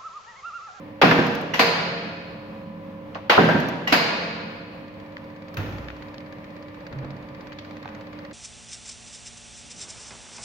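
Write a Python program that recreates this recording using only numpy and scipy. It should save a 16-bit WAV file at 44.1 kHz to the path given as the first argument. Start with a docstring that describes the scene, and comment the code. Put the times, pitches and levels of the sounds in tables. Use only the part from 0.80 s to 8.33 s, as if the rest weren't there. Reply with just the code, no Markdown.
"""Stamping press in a workshop

A flywheel press makes two strokes, close by, between hard walls. Each time the clutch bites,
the die slams shut, and at the top a pawl catches and the clutch knocks out, leaving the steel
ringing. Then the drive idles with a hum and a quick tick; the guard rattles and things thud
further off. Hits are noise bursts with a decaying tail; ringing steel is beating partials."""
import sys
import numpy as np
from scipy import signal
from scipy.fft import rfft, irfft, next_fast_len
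from scipy.io import wavfile
from scipy.ndimage import uniform_filter1d, minimum_filter1d

SR = 44100
rng = np.random.default_rng(int(sys.argv[2]) if len(sys.argv) > 2 else 0)


def master(y):
    """Save y as 16-bit WAV."""
    cut = np.clip(np.atleast_2d(y).T, -1, 1)
    pcm = np.round(cut * 32767)  # scale
    wavfile.write(sys.argv[1], SR, pcm.astype(np.int16))


N = 332073
TIME = np.arange(3 * SR) / SR

# cues of each stroke: clutch bite t/s, die slam t/s, pawl t/s, clutch release t/s, die level/dB
STROKES = [(0.2138, 0.2356, 0.7365, 0.792, -13), (2.4956, 2.5787, 3.0728, 3.122, -9.5)]
# blows through the frame as the die closes: t/s, level/dB, tilt/(dB per octave)
BLOWS = [(0.233, -6, 1), (0.311, -10, 2.5), (0.388, -14.5, 2.5), (2.577, -6.5, 1.5), (2.615, -12, -3.5),
         (2.686, -11.5, 4), (2.744, -13.5, -2)]
# sharp knocks and clicks (latches, loose parts, a die rebound, the drive's louder ticks):
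# t/s, level/dB, contact t60/s, tail/dB re contact, centre f/Hz
KNOCKS = [(0.311, -12.5, 0.078, -26, 1400), (2.347, -31.5, 0.03, -19, 2100), (2.353, -26.5, 0.13, -20, 760),
          (4.368, -24.5, 0.014, -41, 1610), (5.084, -25, 0.014, -28, 1880), (5.102, -30, 0.015, -39, 1800),
          (5.381, -33, 0.011, -40, 3540), (6.720, -33, 0.03, -22.5, 1950),
          (6.786, -36.5, 0.051, -18.5, 3520), (6.968, -45, .025, -19, 2200), (7.047, -35, 0.014, -21, 1400),
          (7.056, -24, .022, -22.5, 860), (7.077, -25, 0.011, -29, 1300), (7.330, -41, .025, -14, 2100)]
# dull thuds that set a panel booming: t/s, level/dB, boom level/dB, boom f/Hz
THUDS = [(4.772, -28.5, -28.5, 98), (4.9, -39, -32.5, 62.6), (6.111, -36, -29.5, 135),
         (6.215, -34.5, -34, 138.8)]
# small sharp ticks of steel: t/s, level/dB
SNICKS = [(0.3114, -30), (0.4651, -33), (0.55, -32.5), (0.6116, -38.5), (2.8, -34), (2.8854, -32),
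          (4.7417, -41)]
# fader ride on the drive's tick: t/s, level/dB
TICK_RIDE = [(4.08, -44), (4.35, -46.5), (4.95, -39.5), (5.3, -41), (5.9, -42.5), (6.25, -38.5),
             (6.7, -38.5), (7.53, -39)]
# closeness to the motor: t/s, closeness/(0-1)
MOTOR_CLOSENESS = [(0, 0.6), (2, 0.18), (3.8, 0.6), (4.6, 0.82), (5.4, 0.95), (6.301, 1), (7.53, 0.94)]
# tones of the drive: f/Hz, far level/dB, close level/dB
HUM_TONES = [(100.1, -53, -54.5), (172.6, -58, -56.5), (201.4, -46, -69), (212.5, -44.5, -64),
             (299, -48, -46), (545, -43.5, -50.5), (561, -62, -58.5), (580, -78, -53), (654, -70, -63.5),
             (845, -68, -69), (1000, -54, -62), (1180, -73, -59.5), (1757, -66, -63)]

# modes of the struck steel parts: f/Hz, level/dB, t60/s
DIE_MODES = [(442.3, -4.5, 0.3), (580, 2, 0.045), (760, 6, 0.066), (1004, 0, 0.064), (1334, 2, .05)]
FRAME_MODES = [(164.4, -2, 1.6), (231, -8, 1.2), (257.7, -7, 1.33), (476.3, -6.5, 2.14),
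               (594.4, -4.5, 0.92), (946, -4.5, 1.06), (1560, 2, 0.7), (1670, -19, 3.1)]
PAWL_MODES = [(1949, -21, 0.11), (2880, -26.5, 0.12)]
FLYWHEEL_MODES = [(173.5, -14.5, 7.3), (218.4, -18.5, 7), (467.6, -3.5, 1.53), (681, -7.5, 2),
                  (822, -14.5, 1.4), (986, -4.5, 1.3), (1145, -10, 1.3), (1420, -8, 1.7),
                  (1760, -15.5, 1.7), (2070, -12, 1.1), (2244, -7, 1.6), (2500, -10, 2.02),
                  (2814, -13, 1.7), (2880, -10, 1.2), (3198, -12, 1.4), (3693, -15.5, 1.54),
                  (3990, -17.5, 1.2), (4220, -11, 1.6), (4210, -9, 1.4), (4495, -14, 1.07),
                  (4673, -9.5, 1.33), (4915, -7.5, 0.93), (6500, -21, 1.04)]

# EQ curves of the press's hits and its after-ring: f/Hz, relative level/dB
BITE_EQ = [(50, -37), (130, -14.5), (300, -2.5), (600, 4.5), (1300, 3), (2600, 0), (3500, -6.5),
           (4800, -11.5), (6500, -25.5), (8500, -44.5), (12500, -31.5), (16000, -35)]
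BLOW_EQ = [(30, -25), (80, -14.5), (150, 4.5), (260, 5), (400, -2.5), (650, -5), (1100, -14.5),
           (1700, -11.5), (3000, -38), (5000, -47), (8500, -73), (14000, -67)]
PAWL_EQ = [(200, -18), (900, 0.5), (1500, -5), (1950, 1.5), (2400, -2), (2900, 0.5), (3600, -11),
           (5500, -13), (7000, -23), (8500, -44), (13000, -26), (16000, -33)]
RELEASE_EQ = [(29, -54), (50, -32), (144, -11.5), (277, 0), (361, -12.5), (692, -6), (860, -2.5), (924, -6),
              (2310, -5), (3400, -18), (4330, -11.5), (6680, -29), (8500, -45), (12500, -34), (15900, -44)]
RING_EQ = [(50, -49), (110, -15.5), (160, 3), (330, -4), (480, 3), (1000, 1), (1800, 0), (2700, -2),
           (3400, -9.5), (4300, -3.5), (5000, -7), (5700, -19), (7000, -20), (8600, -36.5), (13000, -19),
           (16000, -21)]
# EQ curves of the small hits: f/Hz, relative level/dB
GUARD_EQ = [(300, -10), (900, -7), (1300, 1), (1850, 0.5), (2250, -4), (2650, -1.5), (3200, -8),
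            (4600, -13.5), (6500, -20), (8500, -43), (12500, -23), (16000, -20)]
KNOCK_TREBLE_EQ = [(3000, 10), (4500, 8.5), (6500, 1.5), (8500, -25), (13000, -21), (16000, -5)]
THUD_EQ = [(22, -14), (42, -4), (75, -3), (120, -1), (200, -1.5), (320, -7.5), (800, -15), (1500, -19.5),
           (4000, -39), (9000, -74)]
SNICK_EQ = [(1000, 2), (4500, 2.5), (6500, -3.5), (8500, -23.5), (13000, -5), (16000, -9)]
TICK_EQ = [(500, 1.5), (1900, 15), (3000, 2.5), (3800, 3), (4300, 4.5), (4700, 5), (5400, -4),
           (7000, -10.5), (8500, -32), (13000, -27.5), (16000, -17)]
# EQ curves of the beds, motor housing and workshop air: f/Hz, relative level/dB
WHIRR_EQ = [(300, -10), (470, -0.5), (700, -4), (980, -10), (1100, -6), (1200, 3), (1380, -16), (1600, 0.5),
            (1900, 5), (2150, 4), (2400, 2.5), (3100, -12), (4500, -11), (8000, -40.5)]
AIR_EQ = [(25, -16), (60, -6), (110, 0), (210, 4.5), (380, -9), (520, 0.5), (700, -10), (1050, -6.5),
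          (1450, -16.5), (2300, -17), (4500, -31.5), (8500, -49.5), (13000, -43.5), (16000, -40)]

# decay of the hall and of the drive's dense ringing: f/Hz, t60/s
HALL_DECAY = [(80, 1.3), (200, 1.32), (600, 1.54), (1500, 1.26), (3000, 1.28), (5000, 1.2), (8000, 1.42),
              (14000, 0.89)]
RING_DECAY = [(100, 2.2), (200, 2.7), (600, 1.55), (1500, 1.75), (3000, 1.7), (4800, 1.42), (7000, 0.86),
              (10000, 0.57), (15000, 0.25)]
# likeness of the two ears: f/Hz, correlation/(0-1)
EAR_LIKENESS = [(100, 0.96), (200, 0.95), (350, 0.88), (700, 0.5), (1300, 0), (4000, 0), (12000, 0.29)]
# stereo lean: f/Hz, left minus right level/dB
BALANCE = [(100, -2), (200, -2.5), (600, -0.5), (1400, -0.4), (2800, 1.5), (4600, -2.5), (8000, 1),
           (13000, 0.5)]


def downstroke():
    """The clutch bites, then the die slams shut and shakes the frame."""
    out = np.zeros((2, N))
    for bite_s, slam_s, _, _, slam_db in STROKES:
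        out += strike(bite_s, BITE_EQ, db=-7, t60=0.14, tail_db=-8, rise_s=0.0017)
        add(out, slam_s, amp(slam_db) * ring(DIE_MODES, split=0.079))
    for s, db, tilt_db in BLOWS:
        out += strike(s, BLOW_EQ, db, t60=0.12, tail_db=-13, rise_s=0.0015, tilt_db=tilt_db)
        add(out, s, amp(db - 20) * ring(FRAME_MODES, split=0.00743))
    return out


def upstroke(release_db=-7):
    """The pawl catches with a clink, the clutch knocks out, and the flywheel rings on."""
    out, knocks, ringing = np.zeros((3, 2, N))
    for _, _, pawl_s, release_s, _ in STROKES:
        out += strike(pawl_s, PAWL_EQ, db=-16.5, t60=0.078, tail_db=-10, rise_s=0.0034)
        add(out, pawl_s, ring(PAWL_MODES, split=0.019))
        add(knocks, release_s, amp(release_db) * contact(t60=0.15, rise_s=0.0024))
        add(ringing, release_s, amp(release_db - 11.5) * tail(RING_DECAY, build_s=0.0099))
        add(out, release_s, amp(release_db - 19) * ring(FLYWHEEL_MODES, split=0.007, count=4))
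    out += colour(knocks, RELEASE_EQ, ragged_db=3, apart_hz=90)
    return out + colour(ringing, RING_EQ, ragged_db=4, apart_hz=22)


def knocks_and_clicks(width_octaves=0.69):
    """The guard is pulled and clacks; sharp knocks and clicks each sound one broad resonance."""
    out = strike(4.769, GUARD_EQ, db=-24.5, t60=0.05, tail_db=-12.5, rise_s=0.0011)
    hz = np.geomspace(20, SR / 2, num=60)
    for s, db, t60, tail_db, centre_hz in KNOCKS:
        skirt_db = -30 * np.log10(1 + (np.log2(hz / centre_hz) / width_octaves) ** 2 / 2)
        eq = np.transpose([hz, read(KNOCK_TREBLE_EQ, hz) + skirt_db])
        out += strike(s, eq, db, t60, tail_db, rise_s=0.00052)
    return out


def thuds(swell_s=0.031):
    """Heavy, soft-edged hits further off, each swelling into a panel's boom."""
    out = np.zeros((2, N))
    for s, db, boom_db, boom_hz in THUDS:
        out += strike(s, THUD_EQ, db, t60=0.21, tail_db=-2.5, rise_s=0.0092)
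        boom = ring([(boom_hz, boom_db, 0.88)], split=0.046, count=3)
        add(out, s, boom * (1 - np.exp(-TIME / swell_s)))
    return out


def snicks():
    """Light touches of steel on steel, bright and dry."""
    out = np.zeros((2, N))
    for s, db in SNICKS:
        add(out, s, amp(db) * colour(contact(t60=0.04, rise_s=0.00066), SNICK_EQ))
    return out


def ticking(first_s=4.0788, turn_s=0.06018, jitter_s=0.0008, scatter_db=2.1):
    """The drive scuffs once a turn, a little different in timing, strength and ring each time."""
    out = np.zeros((2, N))
    for s in np.arange(first_s, N / SR, turn_s):
        late, strong = rng.standard_normal(2)
        db = np.interp(s, *np.transpose(TICK_RIDE)) + scatter_db * strong
        scuff = amp(db) * contact(t60=0.037, rise_s=0.0007)[:, :SR // 10]
        add(out, s + jitter_s * late, colour(scuff, TICK_EQ, ragged_db=2, apart_hz=260, size=2048))
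    return out


def motor(waver_db=1.0, wobble_hz=0.32):
    """The housing whirrs and the drive hums; the blend shifts with closeness to the motor."""
    near = np.interp(np.arange(N) / SR, *np.transpose(MOTOR_CLOSENESS))
    whirr = colour(hiss(next_fast_len(N))[:, :N], WHIRR_EQ, ragged_db=2.5, apart_hz=40)
    out = amp(-54) * near * whirr
    for hz, far_db, near_db in HUM_TONES:
        cycles = np.cumsum(hz + wobble_hz * drift(6.6)) / SR + rng.random()
        db = far_db + (near_db - far_db) * near + waver_db * drift(5)
        out += np.sqrt(2) * amp(db) * np.sin(2 * np.pi * cycles + ear_phase(hz))
    return out


def room_tone():
    """Workshop air: a dark noise bed whose level wavers slightly."""
    return amp(-43 + 0.94 * drift(5)) * colour(hiss(next_fast_len(N))[:, :N], AIR_EQ)


def strike(s, eq, db, t60, tail_db, rise_s, tilt_db=0):
    """One contact at s seconds and the hall's answer to it, through the same EQ."""
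    hit = amp(tail_db) * tail(HALL_DECAY, build_s=0.008)
    add(hit, 0, contact(t60, rise_s))
    out = np.zeros((2, N))
    add(out, s, amp(db) * colour(hit, eq, tilt_db, ragged_db=2, apart_hz=110))
    return out


def contact(t60, rise_s):
    """Steel chatters on steel: a noise burst that swells quickly and dies."""
    t = TIME[:SR // 2]
    attack = 1 - np.exp(-(t / rise_s) ** 2)
    return hiss(len(t)) * amp(-60 * t / t60) * attack


def ring(modes, split, count=2, rise_s=0.00057):
    """Struck modes, each a cluster of beating partials detuned by up to the fraction split."""
    out = np.zeros((2, len(TIME)))
    for hz, db, t60 in modes:
        fade = amp(db - 60 * TIME / t60) * np.sqrt(2 / count)
        for k in range(count):
            detune = split * (2 * (k + rng.random()) / count - 1)
            phase = 2 * np.pi * rng.random() + (-1) ** k * ear_phase(hz)
            out += fade * np.cos(2 * np.pi * hz * (1 + detune) * TIME + phase)
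    return out * (1 - np.exp(-TIME / rise_s))


def tail(decay, build_s):
    """A wash of countless modes and echoes, each band dying at its own speed."""
    hz, t, bands = signal.stft(hiss(2 * SR), SR, nperseg=256)
    fade = amp(-60 * t / read(decay, hz)[:, None])
    _, wash = signal.istft(bands * fade, SR, nperseg=256)
    return wash[:, :2 * SR] * (1 - np.exp(-TIME[:2 * SR] / build_s))


def colour(x, eq, tilt_db=0, ragged_db=0, apart_hz=200, size=8192):
    """A unit-power EQ, tilted per octave and roughened by chance resonances."""
    hz = abs(np.fft.fftfreq(size, 1 / SR))
    knots = np.arange(0, SR, apart_hz)
    ripple = np.interp(hz, knots, rng.standard_normal(size)[:len(knots)])
    ripple *= hz / (hz + 1500)  # the bass stays smooth
    gain = amp(read(eq, hz) + ragged_db * ripple + tilt_db * np.log2(np.maximum(hz, 200)))
    minimum_phase = np.exp(np.conj(signal.hilbert(np.log(gain))))  # no ringing ahead of a hit
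    taps = np.fft.ifft(minimum_phase).real[:size // 2]
    return signal.oaconvolve(x, taps[None] / np.linalg.norm(taps), axes=1)[:, :x.shape[1]]


def hiss(count):
    """Stereo white noise: centred in the bass, wide in the treble."""
    left, other = rfft(rng.standard_normal((2, count)))
    same = np.clip(read(EAR_LIKENESS, np.fft.rfftfreq(count, 1 / SR)), -1, 1)
    right = same * left + np.sqrt(1 - same ** 2) * other
    return irfft([left, right], count)


def ear_phase(hz):
    """Left and right phase offsets that give a tone its width."""
    return np.array([[0], [np.arccos(np.clip(read(EAR_LIKENESS, hz), 0, 1))]])


def drift(top_hz):
    """A random wander of rms 1, summed from twelve slow sines."""
    hz = top_hz * rng.uniform(0.1, 1, (12, 1))
    t = np.arange(0, N, 200) / SR
    wave = np.sin(2 * np.pi * (hz * t + rng.random(hz.shape))).sum(0)
    return np.interp(np.arange(N) / SR, t, wave / wave.std())


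def amp(db):
    """Decibels to gain."""
    return 10 ** (np.asarray(db) / 20)


def read(curve, hz):
    """A curve's value on a log-frequency axis."""
    f, value = np.transpose(curve)
    return np.interp(np.log(hz + 1), np.log(f + 1), value)


def add(mix, s, sound):
    """Lays a sound into the mix at s seconds."""
    part = mix[:, round(s * SR):][:, :sound.shape[1]]
    part += sound[:, :part.shape[1]]


def limit(x, ceiling, hold_s=0.0018):
    """Ducks the gain smoothly round each peak above the ceiling."""
    width = round(hold_s * SR)
    gain = np.minimum(1, ceiling / (abs(x).max(0) + 1e-9))
    return x * uniform_filter1d(minimum_filter1d(gain, 2 * width), width)


def scene():
    """The press up front, small hits around it, the running drive and the air underneath."""
    press = downstroke() + upstroke()
    small_hits = knocks_and_clicks() + thuds() + snicks()
    return press + small_hits + room_tone() + motor() + ticking()


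def record(dry):
    """Each microphone has its own colour; a limiter holds the peaks; a low-pass trims the top."""
    size = next_fast_len(N + SR)
    lean_db = read(BALANCE, np.fft.rfftfreq(size, 1 / SR)) * np.array([[0.5], [-0.5]])
    coloured = irfft(rfft(dry, size) * amp(lean_db), size)[:, :N]
    low_pass = signal.firwin(511, cutoff=15950, window=("kaiser", 9), fs=SR)
    return signal.oaconvolve(limit(coloured, ceiling=0.95), low_pass[None], "same")


dry = scene()
out = record(dry)
master(out)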